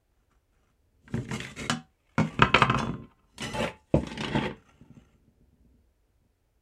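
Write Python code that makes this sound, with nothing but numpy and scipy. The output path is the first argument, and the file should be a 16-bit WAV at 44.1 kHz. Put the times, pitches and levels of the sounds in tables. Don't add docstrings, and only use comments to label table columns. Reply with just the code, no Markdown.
import sys
import numpy as np
from scipy import signal
from scipy.fft import rfft, irfft
from scipy.io import wavfile
from scipy.ndimage import uniform_filter1d

SR = 44100
rng = np.random.default_rng(int(sys.argv[2]) if len(sys.argv) > 2 else 0)


def boost(x):
    u = np.asarray(x, float) / 20
    return 10 ** u


def store_pcm(level_fs):
    pcm = np.round(np.clip(level_fs, -1, 1) * 32767).astype(np.int16)
    wavfile.write(sys.argv[1], SR, np.atleast_2d(pcm).T)


N = 291501

# f/Hz, level/dB
HUSH_SPECTRUM = [(590, -30), (1000, -5), (1340, -1), (2470, -4), (3460, -8), (16000, -13)]
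HOUSE_SPECTRUM = [(12, -37), (20, 9), (66, 0), (208, -24), (270, -18.5), (400, -18.5), (770, -26),
                  (1000, -28.5), (1300, -57.5), (2200, -120)]
HUSH_DB, HOUSE_DB = -83, -64.5
ROOM_T60_S, ROOM_DB = 0.22, -14.5

# t/s, level/dB
BENCH_LOAD = [(0.0, -92), (1.0, -61.5), (1.12, -48), (1.19, -40.5), (1.27, -52.5), (1.33, -42.5),
              (1.54, -58.5), (1.67, -47), (2.0, -76.5), (2.34, -46.5), (2.75, -40), (3.05, -49),
              (3.12, -92), (3.4, -48.5), (3.62, -46), (3.95, -74), (4.14, -45), (4.46, -42.5),
              (4.62, -58.5), (5.75, -59.5), (6.0, -74.5)]
FRAME_HZ, SWAY_HZ, SWAY_DB = 60, 88, -2
BOARD_PER_LOAD, BOARD_DB = 2.06, 3

# f/Hz, level/dB, t60/s
BENCH_MODES = [(68.44, -4, 0.15), (148.7, 2, 0.093), (225.7, -7, 0.36), (302.1, -12, 0.05),
               (362.3, -12.5, 0.29)]
PADDED_BENCH_MODES = [(161, -2, 0.17), (237, 0, 0.16), (300, -10, 0.22), (377, -21, 0.3)]
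HOLLOW_MODES = [(70.7, -5, 0.45), (150.3, -5, 0.27), (298.1, 5.5, 0.17)]

# f/Hz, level/dB, t60/s
SHUT_TIN_MODES = [(759, -5, 0.24), (1082, -5, 0.17), (1219, -10, 0.14), (1365, -9, 0.13), (1518, -7, 0.15),
                  (1663, -1, 0.12), (2175, -10, 0.12), (2342, -15, 0.14), (2998, 0, 0.17), (3435, -9, 0.17),
                  (3661, -13, 0.12), (4180, -12, 0.1), (4430, -19, 0.12), (5389, -14, 0.11)]
LID_MODES = [(520, -8, 0.18), (772, -11, 0.22), (974, -15, 0.2), (1049, -2, 0.38), (1101, -10, 0.16),
             (1236, -6, 0.13), (1302, -3, 0.13), (1510, -13, 0.15), (2223, -10, 0.14), (2632, 0, 0.045),
             (1175, -9, 0.15), (3133, -6, 0.06), (1382, -9, 0.12), (4415, -19, 0.2)]
FREE_TIN_MODES = [(2482, -12, 0.5), (2837, -13, 0.45), (2998, -6, 0.34), (3435, -4, 0.36), (4086, -5, 0.3),
                  (4253, -9, 0.22), (4495, -7, 0.2), (5136, 0, 0.15), (5615, 0, 0.18), (6158, -2, 0.13),
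                  (6309, -3, 0.14), (6374, 3, 0.25), (7434, -14, 0.21), (8576, -5, 0.15)]
FREE_WALL_MODES = [(1357, -7, 1.0), (1986, -7, 0.8)]
HELD_TIN_MODES = [(517, 4, 0.2), (560, -1, .15), (608, -8, .12), (878, 0, 0.3), (1000, -15, .1),
                  (1520, -18, 0.1), (2075, -18, 0.2), (2620, -22, 0.15), (3400, -26, 0.2)]
HELD_LID_MODES = [(550, -6, 0.15), (704, -9, 0.1), (917, -8, 0.13), (1400, -8, 0.08), (2220, -13, 0.2),
                  (2403, -20, 0.14), (2700, -24, 0.35), (3250, -29.5, 0.27), (4409, -33, 0.3),
                  (4845, -40, 0.3)]

# f/Hz, level/dB
WOOD_COLOUR = [(18, -53), (30, -24.5), (59, -9.5), (146, -4), (212, 0), (297, -4), (387, -9.5), (523, -6.5),
               (600, -1), (780, -44), (1320, -120)]
KNOCK_COLOUR = [(180, -38), (300, -10.5), (391, -10), (526, -3), (620, -9.5), (1280, -14.5), (1780, -19),
                (2690, -17.5), (3280, -28.5), (7250, -26), (15500, -68.5)]
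SHUT_COLOUR = [(180, -39.5), (300, -15.5), (610, -14.5), (1640, -14.5), (1840, -13.5), (3020, -18.5),
               (3870, -19.5), (7500, -17), (15500, -49.5)]
GRIT_COLOUR = [(180, -42), (300, -1), (384, -20.5), (562, -10), (663, -17.5), (877, -16), (1240, -19),
               (2650, -15), (4490, -32), (7370, -25.5), (15500, -51.5)]
DRAG_COLOUR = [(180, -34), (300, -6), (600, -11.5), (1730, -19), (2930, -18.5), (4490, -26.5),
               (8420, -23.5), (12000, -35), (15500, -42.5)]
PUSH_COLOUR = [(180, -37.5), (300, 7), (453, -26.5), (517, -11.5), (663, -21), (877, -12.5), (1440, -22.5),
               (2650, -19), (4500, -33.5), (9000, -38.5), (11500, -57), (15500, -78)]
WOOD_HZ, EDGE_HZ = 420, 3500
EVEN_HZ = 90

# f/Hz, width/Hz, level/dB
FINGER_PEAKS = [(816, 90, -3), (1360, 410, -1), (2800, 45, -17), (5830, 80, -12), (6660, 35, -16.5)]
LATCH_PEAKS = [(1230, 910, -10.5), (2160, 82, -2), (2400, 42, -3)]
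HINGE_PEAKS = [(1600, 150, -12.5), (2130, 50, 4), (2500, 90, 0.5), (3240, 69, -10), (3418, 83, -10)]
SLACK_LID_PEAKS = [(560, 50, 4), (1180, 50, -3.5), (1980, 76, 1), (2420, 80, -5.5), (3000, 90, -9.5),
                   (3502, 33, -3.5)]
RIM_PEAKS = [(1420, 160, -11.5), (2050, 88, -15), (2190, 69, 3.5), (2900, 55, -17.5), (3780, 31, -13)]
LID_PEAKS = [(846, 35, -12), (1040, 2.6, -0.5), (1150, 22, -5.5), (2079, 65, -13), (2900, 69, -23),
             (3150, 61, -20.5), (5210, 36, -40.5)]
BASE_PEAKS = [(828, 15, 1), (1334, 32, -5), (1985, 41, -3.5), (2960, 68, -3.5), (4040, 53, -7),
              (5260, 110, -11), (6020, 59, -8.5), (7200, 180, -20.5)]
HEEL_PEAKS = [(523, 12, 4), (570, 20.6, 4), (865, 9.06, 6), (2300, 72, -12), (2700, 134, -11),
              (3960, 55, -15), (5400, 60, -15.5), (6800, 55, -12.5), (7450, 65, -13), (8080, 68.2, -17)]
SIDE_PEAKS = [(515.4, 17, 4), (886, 22.1, 7), (1569, 60, -4.5), (1930, 120, 0.5), (2692, 21.3, -8),
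              (3256, 100, -7), (4000, 20, -13)]
PALM_PEAKS = [(810, 26, 1), (1360, 120, 1), (2250, 25, -7), (2370, 27, -4), (2764, 13, -19),
              (2930, 110, -6), (6300, 200, -9), (7430, 200, -11)]
SPOT_S, SPOT_SHIFT = 0.035, 0.0047
EDGE_PER_PRESSURE = 0.8

# t/s, level/dB
FINGERS_STROKE = [(0.0, -105), (0.228, -80), (0.274, -104), (0.314, -73), (0.448, -102), (0.528, -83),
                  (0.704, -77), (0.732, -101), (1.0, -109)]
PRY_STROKE = [
    (1.0, -99.5),
    (1.156, -54.5),
    (1.262, -73),
    (1.335, -39.5),
    (1.4, -55.5),
]
SQUEAK_STROKE = [
    (1.4, -45),
    (1.43, -43),
    (1.455, -56.5),
]
GROAN_STROKE = [
    (1.44, -51),
    (1.455, -48.5),
    (1.49, -47),
    (1.522, -53.5),
    (1.542, -66.5),
    (1.56, -68.5),
]
LIFT_STROKE = [
    (1.56, -50.5),
    (1.598, -39.5),
    (1.66, -45.5),
    (1.688, -61.5),
]
CARRY_STROKE = [
    (1.85, -84.5),
    (1.886, -91.5),
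    (2.014, -82),
    (2.15, -69.5),
    (2.17, -66),
]
SETTLE_STROKE = [(2.17, -74.5), (2.242, -50.5), (2.572, -59), (2.622, -29.5), (2.698, -99), (2.78, -36),
                 (2.89, -62.5), (3.062, -99), (3.3, -97.5)]
DRAG_STROKE = [(3.23, -108.5), (3.3, -79), (3.372, -78.5), (3.382, -63.5), (3.402, -58), (3.42, -34.5),
               (3.45, -37), (3.48, -43), (3.525, -48), (3.54, -50)]
HEEL_STROKE = [(3.52, -69), (3.537, -38), (3.57, -35), (3.6, -30.5), (3.63, -32), (3.67, -40), (3.7, -54),
               (3.74, -97), (3.87, -87)]
SWING_STROKE = [(3.73, -91.5), (3.775, -72.5), (3.83, -86.5), (3.89, -79.5), (3.93, -68.5), (3.965, -54.5),
                (4.03, -61), (4.1, -56), (4.14, -85)]
PUSH_STROKE = [(3.87, -79), (4.102, -46), (4.134, -53), (4.284, -44.5), (4.36, -32.5), (4.392, -38.5),
               (4.46, -34), (4.5, -55), (4.56, -85.5)]
LET_GO_STROKE = [(4.56, -74.5), (4.696, -65.5), (4.734, -74.5), (4.788, -72), (4.874, -82), (4.978, -71.5),
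                 (5.136, -75), (5.206, -90.5), (5.3, -97)]

# t/s, metal level/dB, thump level/dB, bright edge level/dB, struck spot f/Hz
PRISE_CONTACTS = [(1.078, -41, -52, -77, 1150), (1.14, -30, -18.5, -70, 870), (1.175, -31, -25, -62, 1170),
                  (1.2534, -43, -36, -68, 2400), (1.288, -34.5, -31, -66, 2400),
                  (1.311, -26, -26.5, -52, 880), (1.402, -24, -38, -37, 2800),
                  (1.449, -25, -42, -41.5, 2100), (1.514, -44.5, -37, -44.5, 2500),
                  (1.568, -39, -43, -40.5, 2240), (1.597, -47, -35.5, -32.5, 2150)]
RELEASE_CONTACTS = [
    (1.697, -12, -23, -13.5, 1600),
    (1.722, -41, -26.5, -40.5, 1106),
]
LAY_CONTACTS = [
    (2.18, -15, -16, -31, 1492),
    (2.199, -15, -14, -32.5, 544),
]
ROCK_CONTACTS = [(2.392, -18.5, -16, -40, 2700), (2.419, -25, -28, -30, 2930),
                 (2.4213, -1.5, -11.5, -33, 1900), (2.542, -7, -21.5, -37, 2700),
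                 (2.545, -2, -15.5, -32, 2700), (2.561, -10, -31, -25.5, 1320),
                 (2.585, -40, -41, -25.5, 2600), (2.62, -4, -15.5, -33.5, 1620),
                 (2.697, -13.5, -17, -39.5, 2550), (2.7, -11.5, -47, -36, 1340),
                 (2.745, -13, -54, -39, 1270), (2.751, -27, -21.5, -54, 1050), (2.801, -18, -45, -56, 1040),
                 (2.829, -20.5, -24, -58, 630), (2.871, -25, -24, -77, 1030), (2.893, -29, -21, -75, 670),
                 (2.939, -34.5, -28, -94.5, 1062), (2.965, -53.5, -38, -74, 2700),
                 (2.997, -63, -38.5, -78, 2300), (3.022, -52.5, -41, -85, 1300)]
TOUCH_CONTACTS = [
    (2.7875, -31, -30, -27, 3130),
]
TIP_CONTACTS = [
    (3.381, -36, -47.5, -35, 1930),
    (3.406, -28.5, -32.5, -44, 2900),
    (3.42, -44, -36, -33, 2860),
    (3.439, -27.5, -32.5, -32.5, 2930),
    (3.535, -41.5, -44.5, -34.5, 2870),
    (3.641, -19, -27, -47, 2050),
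    (3.652, -42, -49.5, -51.5, 1505),
    (3.676, -23, -39, -55.5, 2040),
    (3.686, -51.5, -43, -51, 2600),
]
NUDGE_CONTACTS = [(4.033, -36.5, -26.5, -51, 2090), (4.069, -31, -27, -34.5, 2760),
                  (4.115, -32, -31.5, -36, 2000), (4.126, -39, -55, -34.5, 3000),
                  (4.175, -28, -58, -32, 1900), (4.206, -24.5, -34, -28.5, 2020),
                  (4.214, -34, -30.5, -32.5, 2620), (4.235, -22, -46, -37, 2000),
                  (4.245, -20.5, -25, -31, 2700), (4.28, -29, -32.5, -34.5, 1940),
                  (4.384, -21, -25, -52, 2550), (4.436, -25, -48, -52, 2700),
                  (4.508, -33, -33.5, -57, 1510)]
LAND_CONTACTS = [
    (3.94, -12.5, -10.5, -52, 517),
    (3.952, -29, -17, -44, 527),
    (4.348, -20, -19.5, -50, 633),
]
# t/s, thump level/dB
ROLL_CONTACTS = [(4.811, -41.5), (4.902, -40.5), (4.968, -40.5), (5.144, -55), (5.278, -52), (5.409, -52.5),
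                 (5.528, -55), (5.649, -53.5), (5.74, -54.5), (6.087, -67), (6.216, -64), (6.249, -62)]
ROLL_METAL_DB, ROLL_EDGE_DB, ROLL_HZ = -26, -46, 520


def unit(x):
    return x / np.sqrt(np.sum(x ** 2) + 1e-18)


def fade(t60, seconds):
    return np.exp(-np.log(1000) * np.arange(int(seconds * SR)) / SR / max(t60, .002))


def butter(x, hz, kind, order=3):
    return signal.sosfilt(signal.butter(order, hz, kind, fs=SR, output="sos"), x)


def gains(spectrum, size):
    hz, db = np.transpose(spectrum)
    bins = np.fft.rfftfreq(size, 1 / SR)
    return boost(np.interp(np.log(bins + 1), np.log(hz), db))


def coloured(spectrum, size):
    return irfft(rfft(rng.standard_normal(size)) * gains(spectrum, size), size)


def curve(table, after_db=-160):
    s, db = np.transpose(table)
    return np.interp(np.arange(N) / SR, s, db, -160, after_db)


def steady(spectrum, db):
    return unit(coloured(spectrum, N)) * np.sqrt(N) * boost(db)


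def room(x):
    tail = rfft(rng.standard_normal(SR // 2) * fade(ROOM_T60_S, .5))
    tail = irfft(tail / np.sqrt(uniform_filter1d(np.abs(tail) ** 2, size=12)))
    tail = signal.lfilter([1], [1, -.6], tail * fade(1.5, .5))
    tail[:int(.004 * SR)] = 0
    return x + boost(ROOM_DB) * signal.fftconvolve(x, unit(tail))[:N]


def response(modes, colour, crowd_db, crowd_t60, longest_s=1.1):
    t = np.arange(SR) / SR
    clear = np.zeros(SR)
    for hz, db, t60 in modes:
        t60 = min(t60, longest_s * (1000 / hz) ** .5)
        clear += boost(db) * np.sin(2 * np.pi * hz * t) * fade(t60, 1)
    crowd = rfft(coloured(colour, SR) * fade(crowd_t60, 1))
    clumps = np.sqrt(uniform_filter1d(np.abs(crowd) ** 2, EVEN_HZ) + 1e-18)
    crowd = irfft(crowd * gains(colour, SR) / clumps)
    return unit(clear) + boost(crowd_db) * unit(crowd * (t < .5))


def damped(peaks):
    return [(hz, db + 20 * np.log10(width), np.log(1000) / np.pi / width) for hz, width, db in peaks]


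def registers(body):
    return unit(butter(body, [WOOD_HZ, EDGE_HZ], "band")), unit(butter(body, EDGE_HZ, "high"))


def grit(size, spread_db):
    strength_db = spread_db * np.minimum(rng.exponential(size=size), 4)
    x = rng.standard_normal(size) * boost(strength_db)
    return x / np.sqrt(np.mean(x ** 2, axis=-1, keepdims=True))


def thump(modes, crowd_db, crowd_t60, longest_s):
    body = response(modes, WOOD_COLOUR, crowd_db, crowd_t60, longest_s)
    return unit(butter(body, [FRAME_HZ, WOOD_HZ], "band", order=2))


def rumble(strokes, bench):
    wood = coloured(WOOD_COLOUR, SR // 2) * fade(0.077, .5)
    board = unit(butter(wood, [0.29 * SWAY_HZ, WOOD_HZ], "band"))
    board = unit(board + boost(5) * bench[:len(board)])
    frame = coloured(WOOD_COLOUR, SR // 2) * fade(.25, .5)
    sway = unit(butter(frame, [FRAME_HZ, SWAY_HZ], "band", order=2))
    frame_mode = np.sin(2 * np.pi * 73 * np.arange(SR // 2) / SR) * fade(0.3, .5)
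    sway = unit(sway + unit(frame_mode))
    force = grit(N, 2.7)
    load_db = curve(BENCH_LOAD, BENCH_LOAD[-1][1])
    mutter = boost(BOARD_DB + load_db + (BOARD_PER_LOAD - 1) * (load_db + 46.0))
    for stroke, db in strokes:
        mutter = mutter + boost(curve(stroke) + db)
    board_sound = signal.fftconvolve(force * mutter, board)
    sway_sound = signal.fftconvolve(force * boost(load_db + SWAY_DB), sway)
    return (board_sound + sway_sound)[:N]


def rub(stroke, peaks, crowd_db, rough_db, slip_db=4.0, edge_db=-9, colour=GRIT_COLOUR, shift=SPOT_SHIFT, count=4):
    out = np.zeros(N + SR)
    start = int(stroke[0][0] * SR)
    span = slice(start, int(stroke[-1][0] * SR))
    slips = boost(slip_db * np.repeat(rng.standard_normal(N // 200 + 1), 200)[:N])
    pressure_db = curve(stroke)[span]
    force = grit(N, rough_db)[span] * slips[span]
    bright_db = edge_db + pressure_db + (EDGE_PER_PRESSURE - 1) * (pressure_db + 50.5)
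    hold = int(SPOT_S * SR)
    spot = np.repeat(rng.integers(count, size=N // 500), hold)[:len(force)]
    for k, detune in enumerate(rng.standard_normal((count, len(peaks)))):
        moved = [(hz * (1 + shift * z), width, db) for (hz, width, db), z in zip(peaks, detune)]
        sheet = response(damped(moved), colour, crowd_db, .035)[:SR // 2]
        middle, edge = registers(sheet)
        share = np.maximum(uniform_filter1d(1. * (spot == k), hold), 0)
        here = force * np.sqrt(share)
        ring = signal.fftconvolve(here * boost(pressure_db), middle)
        ring = ring + signal.fftconvolve(here * boost(bright_db), edge)
        out[start:start + len(ring)] += ring
    return out[:N]


def rubbing():
    rubs = rub(FINGERS_STROKE, FINGER_PEAKS, 0, 1.1, edge_db=-14.5)
    rubs += rub(PRY_STROKE, LATCH_PEAKS, 2.3, 1.5, edge_db=-0.5)
    rubs += rub(SQUEAK_STROKE, HINGE_PEAKS, -1, 3.4, edge_db=-3.5, shift=.01)
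    rubs += rub(GROAN_STROKE, SLACK_LID_PEAKS, 0, 1.8, edge_db=-3.5, shift=.01)
    rubs += rub(LIFT_STROKE, RIM_PEAKS, -4, 2.5, 2, edge_db=-1, shift=.004)
    rubs += rub(CARRY_STROKE, RIM_PEAKS, 7.4, 3.4, edge_db=-14.0)
    rubs += rub(SETTLE_STROKE, LID_PEAKS, 5.4, 0.93, edge_db=-11.0)
    rubs += rub(DRAG_STROKE, BASE_PEAKS, 1.3, 3.1, 1.2, edge_db=-5.5, colour=DRAG_COLOUR)
    rubs += rub(HEEL_STROKE, HEEL_PEAKS, 0.83, 2.1, 2, edge_db=-12, colour=DRAG_COLOUR)
    rubs += rub(SWING_STROKE, HEEL_PEAKS, 2, 1.3, 1.7, edge_db=-5.5, colour=DRAG_COLOUR, shift=.003)
    rubs += rub(PUSH_STROKE, SIDE_PEAKS, 5, 2.2, 2.5, edge_db=-13, colour=PUSH_COLOUR)
    rubs += rub(LET_GO_STROKE, PALM_PEAKS, 5, 0.83, edge_db=-14.0)
    return rubs


def knocks(events, tin, low, blow_db, crack_db, ms, snap_db=-3, spot_db=7.5, top_hz=12000):
    out = np.zeros(N + 2 * SR)
    middle, edge = registers(tin)
    edge = unit(edge) + boost(snap_db) * unit(edge * fade(0.025, 1))
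    chatter = grit((len(events), SR // 10), 3.5)
    chatter[:, 0] = boost(blow_db)
    for (s, metal_db, thump_db, edge_db, hz), force in zip(events, chatter):
        force = butter(force * fade(6 * ms / 1000, .1), top_hz, "low", order=2)
        spot = middle + boost(spot_db) * signal.lfilter(*signal.iirpeak(hz, 2.2, SR), middle)
        spot = unit(spot) + boost(crack_db) * unit(spot * fade(0.022, 1))
        push = fade(.003, .1)
        start = int(s * SR)
        for drive, body, db in ((force, spot, metal_db), (push, low, thump_db), (force, edge, edge_db)):
            ring = signal.fftconvolve(drive, body)
            out[start:start + len(ring)] += boost(db) * ring / np.abs(ring).max()
    return out[:N]


def lid_knocks(bench, padded):
    shut = response(SHUT_TIN_MODES, SHUT_COLOUR, 10, 0.09, 0.3)
    hits = knocks(PRISE_CONTACTS, shut, bench, 21, 4.2, ms=5.0, spot_db=18.5)
    sprung = response(SHUT_TIN_MODES, SHUT_COLOUR, 1, 0.12, 0.35)
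    hits += knocks(RELEASE_CONTACTS, sprung, padded, 26, -6, ms=4.2, spot_db=-4)
    held_lid = response(HELD_LID_MODES, KNOCK_COLOUR, -0.5, 0.14, 0.9)
    hits += knocks(LAY_CONTACTS, held_lid, padded, 24.64, -5.5, ms=10.0)
    lid = response(LID_MODES, KNOCK_COLOUR, 2.5, .13, 0.5)
    hits += knocks(ROCK_CONTACTS, lid, bench, 23, 3, ms=4.0, top_hz=10500, spot_db=6)
    return hits


def tin_knocks(bench, padded):
    hollow = thump(HOLLOW_MODES, 0, 0.088, 0.048)
    boom = thump(HOLLOW_MODES, -3.0, 0.17, 0.083)
    free_modes = FREE_TIN_MODES + [(hz, db - 1, t60) for hz, db, t60 in FREE_WALL_MODES]
    free = response(free_modes, KNOCK_COLOUR, -10, .15, 1.2)
    hits = knocks(TOUCH_CONTACTS, free, bench, 30, -16, ms=12.0)
    tipped = response(damped(SIDE_PEAKS), DRAG_COLOUR, 17.0, 0.12)
    hits += knocks(TIP_CONTACTS, tipped, hollow, 20, 0, ms=4.16, snap_db=-9)
    pushed = response(damped(SIDE_PEAKS), PUSH_COLOUR, 21.6, 0.13)
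    hits += knocks(NUDGE_CONTACTS, pushed, hollow, 12.2, 0, ms=3.4, snap_db=-2.5, top_hz=8600)
    held = response(HELD_TIN_MODES, KNOCK_COLOUR, -2, 0.15, 0.43)
    hits += knocks(LAND_CONTACTS, held, boom, 3.6, 1.2, ms=14.0)
    roll = [(s, db + ROLL_METAL_DB, db, db + ROLL_EDGE_DB, ROLL_HZ) for s, db in ROLL_CONTACTS]
    hits += knocks(roll, held, unit(bench + padded), 4.6, 0, ms=110.0)
    return hits


def scene():
    bench = thump(BENCH_MODES, -3.5, 0.099, 0.12)
    padded = thump(PADDED_BENCH_MODES, -8.5, 0.18, 0.38)
    wood = rumble([(FINGERS_STROKE, 3), (PRY_STROKE, -3), (SQUEAK_STROKE, -4), (GROAN_STROKE, -4),
                   (LIFT_STROKE, 3), (DRAG_STROKE, -3), (HEEL_STROKE, -3), (PUSH_STROKE, -6),
                   (LET_GO_STROKE, -9)], bench)
    hits = lid_knocks(bench, padded) + tin_knocks(bench, padded)
    near = butter(wood + rubbing() + hits, 13000, "low", order=2)
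    background = steady(HUSH_SPECTRUM, HUSH_DB) + steady(HOUSE_SPECTRUM, HOUSE_DB)
    return (room(near) + background)[None]


def band_limit(x):
    return signal.sosfilt(signal.butter(12, 16300, fs=SR, output="sos"), x)


def record(dry):
    x = butter(dry, 53, "high", order=2)
    x = signal.sosfilt(signal.ellip(8, .2, 70, 15700, fs=SR, output="sos"), x)
    return band_limit(x)


dry = scene()
out = record(dry)
store_pcm(out)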